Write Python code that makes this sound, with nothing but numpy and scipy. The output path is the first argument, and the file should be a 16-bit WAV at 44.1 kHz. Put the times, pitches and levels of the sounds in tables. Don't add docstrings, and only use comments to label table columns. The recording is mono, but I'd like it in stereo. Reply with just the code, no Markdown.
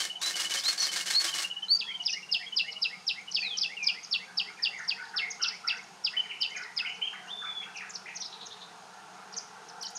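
import sys
import numpy as np
from scipy import signal
from scipy.fft import rfft, irfft, next_fast_len
from scipy.io import wavfile
from scipy.ndimage import uniform_filter1d

SR = 44100
rng = np.random.default_rng(int(sys.argv[2]) if len(sys.argv) > 2 else 0)


def output_pcm(signal):
    pcm = np.clip(np.atleast_2d(signal).T, -1, 1) * 32767
    wavfile.write(sys.argv[1], SR, np.round(pcm).astype(np.int16))


N = 440118
TIME = np.arange(N) / SR
ALONG = np.linspace(0, 1, 60)
# (start [s], length [s], top pitch [Hz], bottom pitch [Hz], level [dB],
# low half compared with high half [dB])
FALLING_CALLS = [(1.787, 0.043, 5380, 2616, -29, -5.5), (2.05, 0.054, 5820, 2550, -22.5, -11.5),
                 (2.313, 0.056, 5520, 2664, -22, -7), (2.561, 0.053, 5580, 2610, -22.5, -5.5),
                 (2.815, 0.055, 5570, 2604, -20.5, -8), (3.066, 0.051, 5760, 2645, -24.5, -5),
                 (3.336, 0.055, 5670, 2600, -23, -7.5), (3.605, 0.058, 5480, 2604, -24.5, -5.5),
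                 (3.862, 0.042, 5510, 2730, -21, -8.5), (4.11, 0.055, 5630, 2670, -23, -6.5),
                 (4.368, 0.051, 5630, 2620, -24, -6), (4.622, 0.054, 5530, 2700, -21.5, -7.5),
                 (4.877, 0.053, 5670, 2514, -20.5, -11), (5.161, 0.044, 5580, 2640, -23.5, -7),
                 (5.42, 0.047, 5740, 2596, -23.5, -10.5), (5.67, 0.046, 5700, 2640, -23, -6),
                 (6.038, 0.052, 5610, 2670, -23, -9.5), (6.406, 0.054, 5550, 2690, -24.5, -9.5),
                 (6.763, 0.05, 5620, 2560, -23.5, -9)]


def babbler(tail_s=.008, break_at=.39, break_width=.074):
    fall_shape = [(0, 1), (.18, .86), (.34, .62), (.47, .3), (.61, .08), (.78, 0), (1, .03)]
    height = np.interp(ALONG, *np.transpose(fall_shape))
    past_break = (ALONG - break_at) / break_width
    low_half = np.clip(1 + past_break, 0, 1)
    thinning_db = -3 * np.exp(-past_break ** 2)
    shape_db = 2 + swell(attack=.36, release=.15, depth_db=-20) + thinning_db
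    facings = np.zeros((4, N))
    for k, (start, length, top_hz, bottom_hz, db, low_db) in enumerate(FALLING_CALLS):
        pitch = bottom_hz + (top_hz - bottom_hz) * height
        level = db + shape_db + low_db * low_half
        call = sing(length + tail_s, pitch, level, waver=.018, flutter_db=5, flutter_rate=520)
        add(facings[k % len(facings)], start, call)
    return sum(scrub(place(track, pan_db=-.8), near_db=-4.5, far_db=-13.5, near_s=.17, scatter_hz=3200)
               for track in facings)


def lilts(length=.069, after_s=.078, top_hz=2308, fade_db_per_s=-.68):
    out = np.zeros(N)
    pitch = top_hz * (1 - .24 * (1 - ALONG) ** 1.5)
    level = -37 + swell(attack=1, release=.4, depth_db=-18)
    for start, *_ in FALLING_CALLS:
        add(out, start + after_s, sing(length, pitch, level + fade_db_per_s * start, waver=.037))
    return scrub(place(out, pan_db=-.5), near_db=2, far_db=-7, near_s=.07)


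def whistles(crest_at=.68):
    # (start [s], length [s], first pitch [Hz], top pitch [Hz], level [dB], left over right [dB])
    notes = [(0.202, 0.11, 3530, 4010, -30.5, 5), (0.626, 0.1, 3300, 4310, -25.5, 1.5),
             (1.13, 0.094, 3840, 4400, -19, 3.5), (1.682, 0.096, 3960, 4640, -18.5, 5.5)]
    out = np.zeros((2, N))
    below_crest = (1 - ALONG / crest_at) ** 2
    shape_db = swell(attack=.5, release=.36, depth_db=-19)
    for start, length, first_hz, top_hz, db, pan_db in notes:
        pitch = top_hz + (first_hz - top_hz) * below_crest
        note = sing(length, pitch, db + shape_db, waver=.0058, flutter_db=3, overtone_db=-36.5, third_db=-5)
        add(out, start, note * balance(pan_db))
    return scrub(out, near_db=-11, far_db=-24, near_s=.14)


def camera(frame_db=-28, burst_s=.214, gap_s=.1405):
    # (time after the release [s], level [dB], fade time [s])
    knocks = [(.001, -4.5, 0.045), (.012, -4, 0.04), (.024, -18.5, 0.035), (0.044, -1, 0.043),
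              (.048, -3.5, 0.037), (.062, -13, 0.033), (.082, -6, 0.023), (0.092, -4, 0.02)]
    # (frequency [Hz], level [dB])
    rattle_tone = [(71, -42), (120, -71), (346, -21.5), (459, -22), (899, -15.5), (1590, -7), (2030, -8.5),
                   (2160, -13.5), (2440, -9), (2750, -6.5), (2980, -3.5), (3810, -3.5), (4220, 0.5),
                   (8770, -7), (15500, -31)]
    # (frequency [Hz], likeness [-1 to 1])
    likeness = [(200, 0.8), (800, 0.6), (1500, 0.24), (4000, -0.3), (6000, 0), (9000, -0.41), (15000, 0.5)]
    # (pitch [Hz], width [Hz], level [dB])
    rings = [(331, 18, 15), (548, 35, 8.5), (713, 45, 6), (1117, 17, 11), (1622, 52, 6), (1807, 28, 10.5),
             (2168, 39, 19)]
    power = np.zeros(N)
    t = np.arange(SR // 5) / SR
    for start in [-.042, *(burst_s + gap_s * np.arange(9))]:
        for after_s, db, fade_s in knocks:
            strength = from_db(frame_db + db + rng.normal(0, 1))
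            add(power, start + after_s, strength ** 2 * np.exp(-2 * t / fade_s))
    loudness = np.sqrt(np.abs(uniform_filter1d(power, size=40)))
    grit_times = TIME[::30]
    grit = from_db(2.7 * np.interp(TIME, grit_times, rng.standard_normal(len(grit_times))))
    rattle = stereo_noise(rattle_tone, likeness) * loudness * grit
    body = sum(from_db(db) * resonance(rattle.mean(axis=0), hz, width) for hz, width, db in rings)
    sound = from_db(1) * rattle * balance(1) + body * [[1], [.5]]
    return signal.sosfilt(signal.butter(4, 170, "high", fs=SR, output="sos"), sound)


def pips(length=.04):
    # (start [s], pitch [Hz], level [dB])
    notes = [(-0.005, 3105, -33), (0.04, 3020, -40), (0.095, 2945, -35), (0.147, 3030, -39),
             (0.332, 2960, -37.5), (0.385, 2895, -35), (0.441, 2950, -31), (0.503, 2930, -34.5),
             (0.562, 3090, -32.5), (0.879, 3060, -36), (0.932, 3010, -41), (1, 2870, -40),
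             (1.065, 3020, -37.5), (1.275, 3170, -34), (1.322, 2950, -35.5), (1.375, 2920, -35),
             (1.435, 2822, -33), (1.496, 2896, -33.5), (1.559, 2940, -36.5), (1.621, 3000, -33),
             (1.936, 3100, -37.5), (1.993, 2950, -36.5), (2.121, 2880, -36.5), (2.224, 2790, -41.5),
             (2.285, 2820, -42.5), (2.459, 3265, -39.5), (2.518, 3000, -38), (2.675, 2950, -38.5),
             (2.753, 2890, -39), (3.271, 2910, -40)]
    out = np.zeros(N)
    shape_db = 3.5 + swell(attack=.4, release=.72, depth_db=-16)
    arch = 1 + .02 * (.25 - (2 * ALONG - 1) ** 2)
    for start, hz, db in notes:
        add(out, start, sing(length, hz * arch, db + shape_db, waver=.018))
    return scrub(place(out, pan_db=4), near_db=-11, far_db=-18)


def chips():
    # (start [s], length [s], top pitch [Hz], level [dB])
    notes = [(.574, 0.032, 5920, -29), (.796, .025, 6070, -23), (.815, 0.026, 6110, -24.5),
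             (.84, 0.019, 5640, -26), (1.745, 0.029, 6840, -37.5), (2.019, 0.024, 5900, -40.5),
             (2.09, 0.024, 6180, -27.5), (2.114, 0.029, 5980, -27), (2.709, 0.026, 5550, -36),
             (3.311, 0.016, 6100, -31.5), (3.569, 0.023, 6070, -23.5), (3.827, 0.023, 6280, -30.5),
             (4.028, 0.025, 6550, -34), (5.301, 0.021, 6560, -29.5), (5.416, 0.026, 5980, -22),
             (5.463, 0.031, 5770, -25.5), (5.768, 0.02, 6200, -38), (6.56, 0.024, 6800, -36),
             (6.615, 0.027, 5500, -40), (7.759, .021, 6280, -38), (7.892, 0.02, 7230, -34),
             (7.935, 0.029, 6180, -30), (8.148, .029, 6500, -32), (8.2, .029, 5900, -31.5),
             (8.241, .031, 5540, -34.5), (8.456, 0.019, 6800, -38), (9.325, .021, 5820, -34),
             (9.362, 0.028, 6530, -29), (9.684, .02, 6000, -40), (9.807, 0.03, 5870, -33),
             (9.849, 0.025, 5550, -30.5), (9.877, 0.019, 6800, -40), (9.949, 0.028, 6900, -33.5)]
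    return scrub(place(chip_series(notes), pan_db=-1.5, lag_s=-3.9e-5), near_db=-6, far_db=-13)


def slurs():
    # (start [s], length [s], first pitch [Hz], middle pitch [Hz], last pitch [Hz], level [dB],
    # left over right [dB])
    notes = [(0.779, 0.073, 4500, 4350, 4250, -29.5, -2), (1.84, 0.087, 3340, 3294, 3090, -36, 4),
             (3.405, 0.16, 4710, 3720, 3010, -36.5, -3), (3.425, 0.04, 2425, 2515, 2460, -32.5, 1),
             (3.767, 0.16, 2895, 2340, 2660, -37.5, -3), (6.166, 0.041, 2903, 3060, 2954, -28.5, 3.5),
             (7.017, 0.07, 2926, 3168, 3080, -31.5, 7.5), (7.272, 0.055, 2710, 3140, 3770, -44, -5),
             (7.304, 0.35, 3540, 3500, 3310, -40, -5), (9.835, 0.027, 3380, 2980, 3120, -46, 0)]
    out = np.zeros((2, N))
    shape_db = swell(attack=.048, release=.51, depth_db=1.5)
    for start, length, *pitches, db, pan_db in notes:
        pitch = np.polyval(np.polyfit([0, .5, 1], pitches, 2), ALONG)
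        add(out, start, sing(length, pitch, db + shape_db) * balance(pan_db))
    return scrub(out, near_db=-3, far_db=-9, near_s=.11)


def flock(soft_count=14, from_s=4.4, until_s=8.0):
    # (start [s], length [s], first pitch [Hz], last pitch [Hz], level [dB], shake [share of the pitch])
    squawks = [(4.27, 0.059, 1684, 1556, -52.5, 0.049), (4.477, .04, 1400, 1600, -48.5, 0.12),
               (4.745, 0.048, 2140, 1857, -42, 0.064), (4.79, 0.023, 1780, 1300, -40.5, 0.12),
               (4.975, 0.073, 1392, 1660, -43.5, 0.099), (5.132, 0.029, 1540, 1320, -42, 0.074),
               (5.212, 0.036, 2365, 2025, -35, 0.072), (5.388, 0.077, 1353, 1356, -42.5, 0.12),
               (5.397, 0.058, 2870, 2920, -41.5, 0.046), (5.633, 0.027, 1317, 1450, -38.5, 0.034),
               (5.664, 0.034, 1766, 2600, -37, 0.049), (5.719, 0.025, 1464, 1530, -42.5, 0.1),
               (6.294, 0.032, 2880, 2224, -37, 0.13), (6.403, 0.041, 2947, 3103, -31, 0.02),
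               (6.547, 0.031, 2520, 1890, -33.5, 0.033), (6.591, 0.038, 1504, 1340, -44.5, 0.058),
               (6.631, 0.04, 2150, 1950, -43, 0.048), (6.818, 0.022, 1370, 1520, -42.5, .08),
               (6.843, 0.029, 2020, 2795, -34, 0.052), (6.859, 0.025, 3100, 2634, -35, 0.019),
               (7.012, 0.0213, 2320, 2810, -41, 0.14), (7.062, 0.023, 3130, 2480, -38, 0.055),
               (7.13, 0.019, 1570, 1360, -42.5, 0.18), (7.151, 0.017, 2010, 2110, -41, .04),
               (7.218, .06, 1307, 1700, -50, 0.075), (7.413, 0.045, 1480, 1396, -41.5, 0.11),
               (7.654, 0.044, 1243, 1800, -48.5, 0.078), (7.74, 0.087, 2810, 2276, -41.5, 0.094),
               (7.812, 0.032, 1658, 1290, -46, 0.1), (8.054, 0.045, 1920, 2404, -40, 0.2)]
    out = np.zeros(N)
    for start, *call in squawks:
        add(out, start, squawk(*call))
    for k, (when, *ends) in enumerate(rng.random((soft_count, 3))):
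        start = from_s + (until_s - from_s) * (k + when) / soft_count
        first_hz, last_hz = np.interp(ends, [0, 1], [1380, 2670])
        add(out, start, squawk(.037, first_hz, last_hz, db=-45.5))
    return scrub(place(out, pan_db=-1, lag_s=1.5e-5), near_db=1, far_db=-4.5, near_s=.25)


def rasps(length=.036, first_hz=3740, rise=.0567):
    # (start [s], level [dB])
    notes = [(8.212, -43), (8.32, -43.5), (8.402, -42), (8.502, -43.5), (8.603, -47)]
    out = np.zeros(N)
    for start, db in notes:
        add(out, start, squawk(length, first_hz, first_hz * (1 + rise), db, shake=.095, shake_rate=1500))
    return scrub(place(out, pan_db=-1), near_db=-1, far_db=-7, near_s=.28)


def far_chips(count=34, db=-53, until_s=8.0):
    notes = [(when * until_s, .025, 5000 + 2000 * height, db + 3 * rng.normal())
             for when, height in rng.random((count, 2))]
    return scrub(place(chip_series(notes), pan_db=0), near_db=-3, far_db=-8)


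def ticks(fade_s=.012):
    # (time [s], level before filtering [dB])
    snaps = [(2.3386, -47), (6.412, -46), (9.826, -39), (9.9044, -45)]
    out = np.zeros((2, N))
    t = np.arange(SR // 20) / SR
    for start, db in snaps:
        add(out, start, from_db(db) * np.exp(-t / fade_s) * rng.standard_normal((2, len(t))))
    return signal.sosfilt(signal.butter(2, [4000, 10500], "band", fs=SR, output="sos"), out)


def insect(hz=6550, width=180, db=-64, throb_hz=5.9, crest_s=8.8):
    buzz = narrow_noise((2, N), hz, width)
    throb = np.clip(.77 + np.cos(2 * np.pi * throb_hz * (TIME - crest_s)), 0, 1)
    return from_db(db) * throb * buzz / buzz.std()


def far_tones(width_hz=32):
    # (start [s], length [s], pitch [Hz], level [dB])
    tones = [(1.55, .5, 1360, -63), (4.85, .33, 915, -55), (8.8, 1.4, 892, -60), (8.8, 1.4, 1357, -62)]
    out = np.zeros(N)
    for start, length, hz, db in tones:
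        tone = narrow_noise(2 * SR, hz, width_hz)[-int(length * SR):]
        fade = signal.windows.tukey(len(tone), .5)
        add(out, start, from_db(db) * fade * tone / tone.std())
    return out


def murmur(count=22, width_share=.082):
    # (frequency [Hz], band level [dB])
    tone = [(300, -84), (370, -77.5), (450, -71.5), (560, -81.5), (720, -68), (900, -68), (1100, -70.5),
            (1400, -70), (1900, -74), (3000, -77)]
    # (time [s], level change [dB])
    rise = [(2.5, -0.5), (5, 0.5), (8.3, 1), (9.3, 4)]
    out = 0
    for hz in np.geomspace(tone[0][0], tone[-1][0], count):
        band = narrow_noise(N, hz, width_share * hz)
        drift_db = 5.5 * np.clip(wander(N, 14), -2, 1.7)
        band = band / band.std() * from_db(np.interp(hz, *np.transpose(tone)) + drift_db)
        out = out + place(band, pan_db=rng.normal(0, 1.5), lag_s=rng.normal(0, 6e-5))
    return out * from_db(np.interp(TIME, *np.transpose(rise)))


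def air_and_traffic():
    # (frequency [Hz], level [dB])
    air_tone = [(15, -98), (25, -40), (182, 4), (294, -8), (441, -15.5), (612, -17), (743, -13.5),
                (2500, -6.5), (3250, -38), (5500, -120)]
    hiss_tone = [(2500, -5.5), (3800, -5), (5300, -4), (6500, -6), (7900, -13), (9200, -11), (11000, -23),
                 (13000, -25), (15500, -61)]
    motor_tone = [(90, -34), (158, -13.5), (183, 8), (208, 2), (260, -61)]
    road_tone = [(250, -8.5), (370, -12.5), (440, 10), (560, -22.5), (720, 12), (900, 9.5), (1220, 3),
                 (1400, 8.5), (1700, 2.5), (3000, -49)]
    # (frequency [Hz], likeness [-1 to 1])
    likeness = [(40, 0.85), (150, 0.88), (1000, 0.73), (3000, 0.33), (6000, 0.024), (14000, 0.069)]
    # (time [s], level [dB])
    road_swell = [(2.5, -70), (4.5, -58), (7.5, -57), (9.3, -53.5)]
    air = from_db(-63) * stereo_noise(air_tone, likeness)
    hiss = from_db(-55.5) * stereo_noise(hiss_tone, likeness)
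    motor = from_db(-68) * stereo_noise(motor_tone, likeness)
    road_db = np.interp(TIME, *np.transpose(road_swell)) + 2 * wander(N, 8.7)
    return air + hiss + motor + from_db(road_db) * stereo_noise(road_tone, likeness)


def sing(length, hz, db, waver=.007, waver_rate=400, flutter_db=4, flutter_rate=282,
         overtone_db=-40, third_db=-30):
    t = np.arange(0, length, 1 / SR)
    hz, db = [np.interp(t / length, ALONG, curve) for curve in (hz, db)]
    phase = 2 * np.pi * np.cumsum(hz * (1 + waver * wander(len(t), waver_rate))) / SR
    edges = np.clip(np.minimum(t, length - t) / .002, 0, 1)
    overtones = np.sin(2 * phase) + from_db(third_db) * np.sin(3 * phase)
    level = db + flutter_db * np.minimum(wander(len(t), flutter_rate), 1)
    return edges * from_db(level) * (np.sin(phase) + from_db(overtone_db) * overtones)


def chip_series(notes, crest_at=.401, rise=.261, drop=.401):
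    out = np.zeros(N)
    before = np.maximum(1 - ALONG / crest_at, 0)
    after = np.maximum(ALONG - crest_at, 0) / (1 - crest_at)
    arch = 1 - rise * before ** 2 - drop * after ** 2
    shape_db = 11.5 * (ALONG - .72) + swell(attack=.11, release=.2, depth_db=-17.5)
    for start, length, hz, db in notes:
        add(out, start, sing(length, hz * arch, db + shape_db, waver=.026, waver_rate=1200))
    return out


def squawk(length, first_hz, last_hz, db, shake=.09, shake_rate=400):
    pitch = first_hz + (last_hz - first_hz) * ALONG
    level = db + swell(attack=.35, release=.2, depth_db=-10)
    return sing(length, pitch, level, waver=shake, waver_rate=shake_rate, flutter_db=4.5)


def swell(attack, release, depth_db):
    opening = np.maximum(1 - ALONG / attack, 0)
    closing = np.maximum(1 - (1 - ALONG) / release, 0)
    return depth_db * (opening ** 2 + closing ** 2)


def scrub(x, near_db, far_db, near_s=.18, far_s=.53, alike=.64, scatter_hz=None):
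    t = np.arange(SR * 2 // 3) / SR
    response = 0
    for db, fade_s, first_s in ((near_db, near_s, .003), (far_db, far_s, .02)):
        shared, *sides = rng.standard_normal((3, len(t))) * (rng.random((3, len(t))) < .015)
        echoes = np.sqrt(alike) * shared + np.sqrt(1 - alike) * np.array(sides)
        echoes = echoes * from_db(-60 * t / fade_s) * (t > first_s)
        response = response + from_db(db) * echoes / np.sqrt(np.sum(echoes ** 2) / 2)
    if scatter_hz:
        response = signal.sosfilt(signal.butter(2, scatter_hz, "high", fs=SR, output="sos"), response)
    return x + signal.fftconvolve(x, response, axes=1)[:, :N]


def stereo_noise(tone, likeness):
    size = next_fast_len(N)
    log_hz = np.log(np.arange(size // 2 + 1) * SR / size + 1)
    db, alike = [np.interp(log_hz, np.log(hz), values)
                 for hz, values in (np.transpose(tone), np.transpose(likeness))]
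    outside = np.maximum(np.log(tone[0][0]) - log_hz, 0) + np.maximum(log_hz - np.log(tone[-1][0]), 0)
    mid, side = rfft(rng.standard_normal((2, size))) * from_db(db - 40 * outside)
    noise = irfft(np.sqrt(1 + alike) * mid + np.sqrt(1 - alike) * side * [[1], [-1]], size)[:, :N]
    return noise / noise.std()


def narrow_noise(shape, hz, width):
    return resonance(resonance(rng.standard_normal(shape), hz, width), hz, width)


def resonance(x, hz, width):
    r = np.exp(-np.pi * width / SR)
    feedback = [1, -2 * r * np.cos(2 * np.pi * hz / SR), r * r]
    return signal.lfilter(np.array([1, 0, -1]) * (1 - r * r) / 2, feedback, x)


def wander(size, rate):
    return np.interp(np.arange(size) * rate / SR, np.arange(4000), rng.standard_normal(4000))


def place(x, pan_db, lag_s=0):
    return np.array([x, np.interp(TIME - lag_s, TIME, x)]) * balance(pan_db)


def balance(pan_db):
    return from_db([[pan_db / 2], [-pan_db / 2]])


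def add(track, start_s, sound):
    at = int(round(start_s * SR))
    first, last = max(at, 0), min(at + sound.shape[-1], N)
    track[..., first:last] += sound[..., first - at:last - at]


def from_db(db):
    return 10 ** (np.asarray(db) / 20)


def scene():
    birds = babbler() + lilts() + whistles() + slurs() + pips() + chips() + far_chips() + flock() + rasps()
    return birds + camera() + ticks() + insect() + murmur() + far_tones() + air_and_traffic()


def record(dry):
    return signal.sosfilt(signal.ellip(12, .1, 90, 15730, fs=SR, output="sos"), dry)


dry = scene()
out = record(dry)
output_pcm(out)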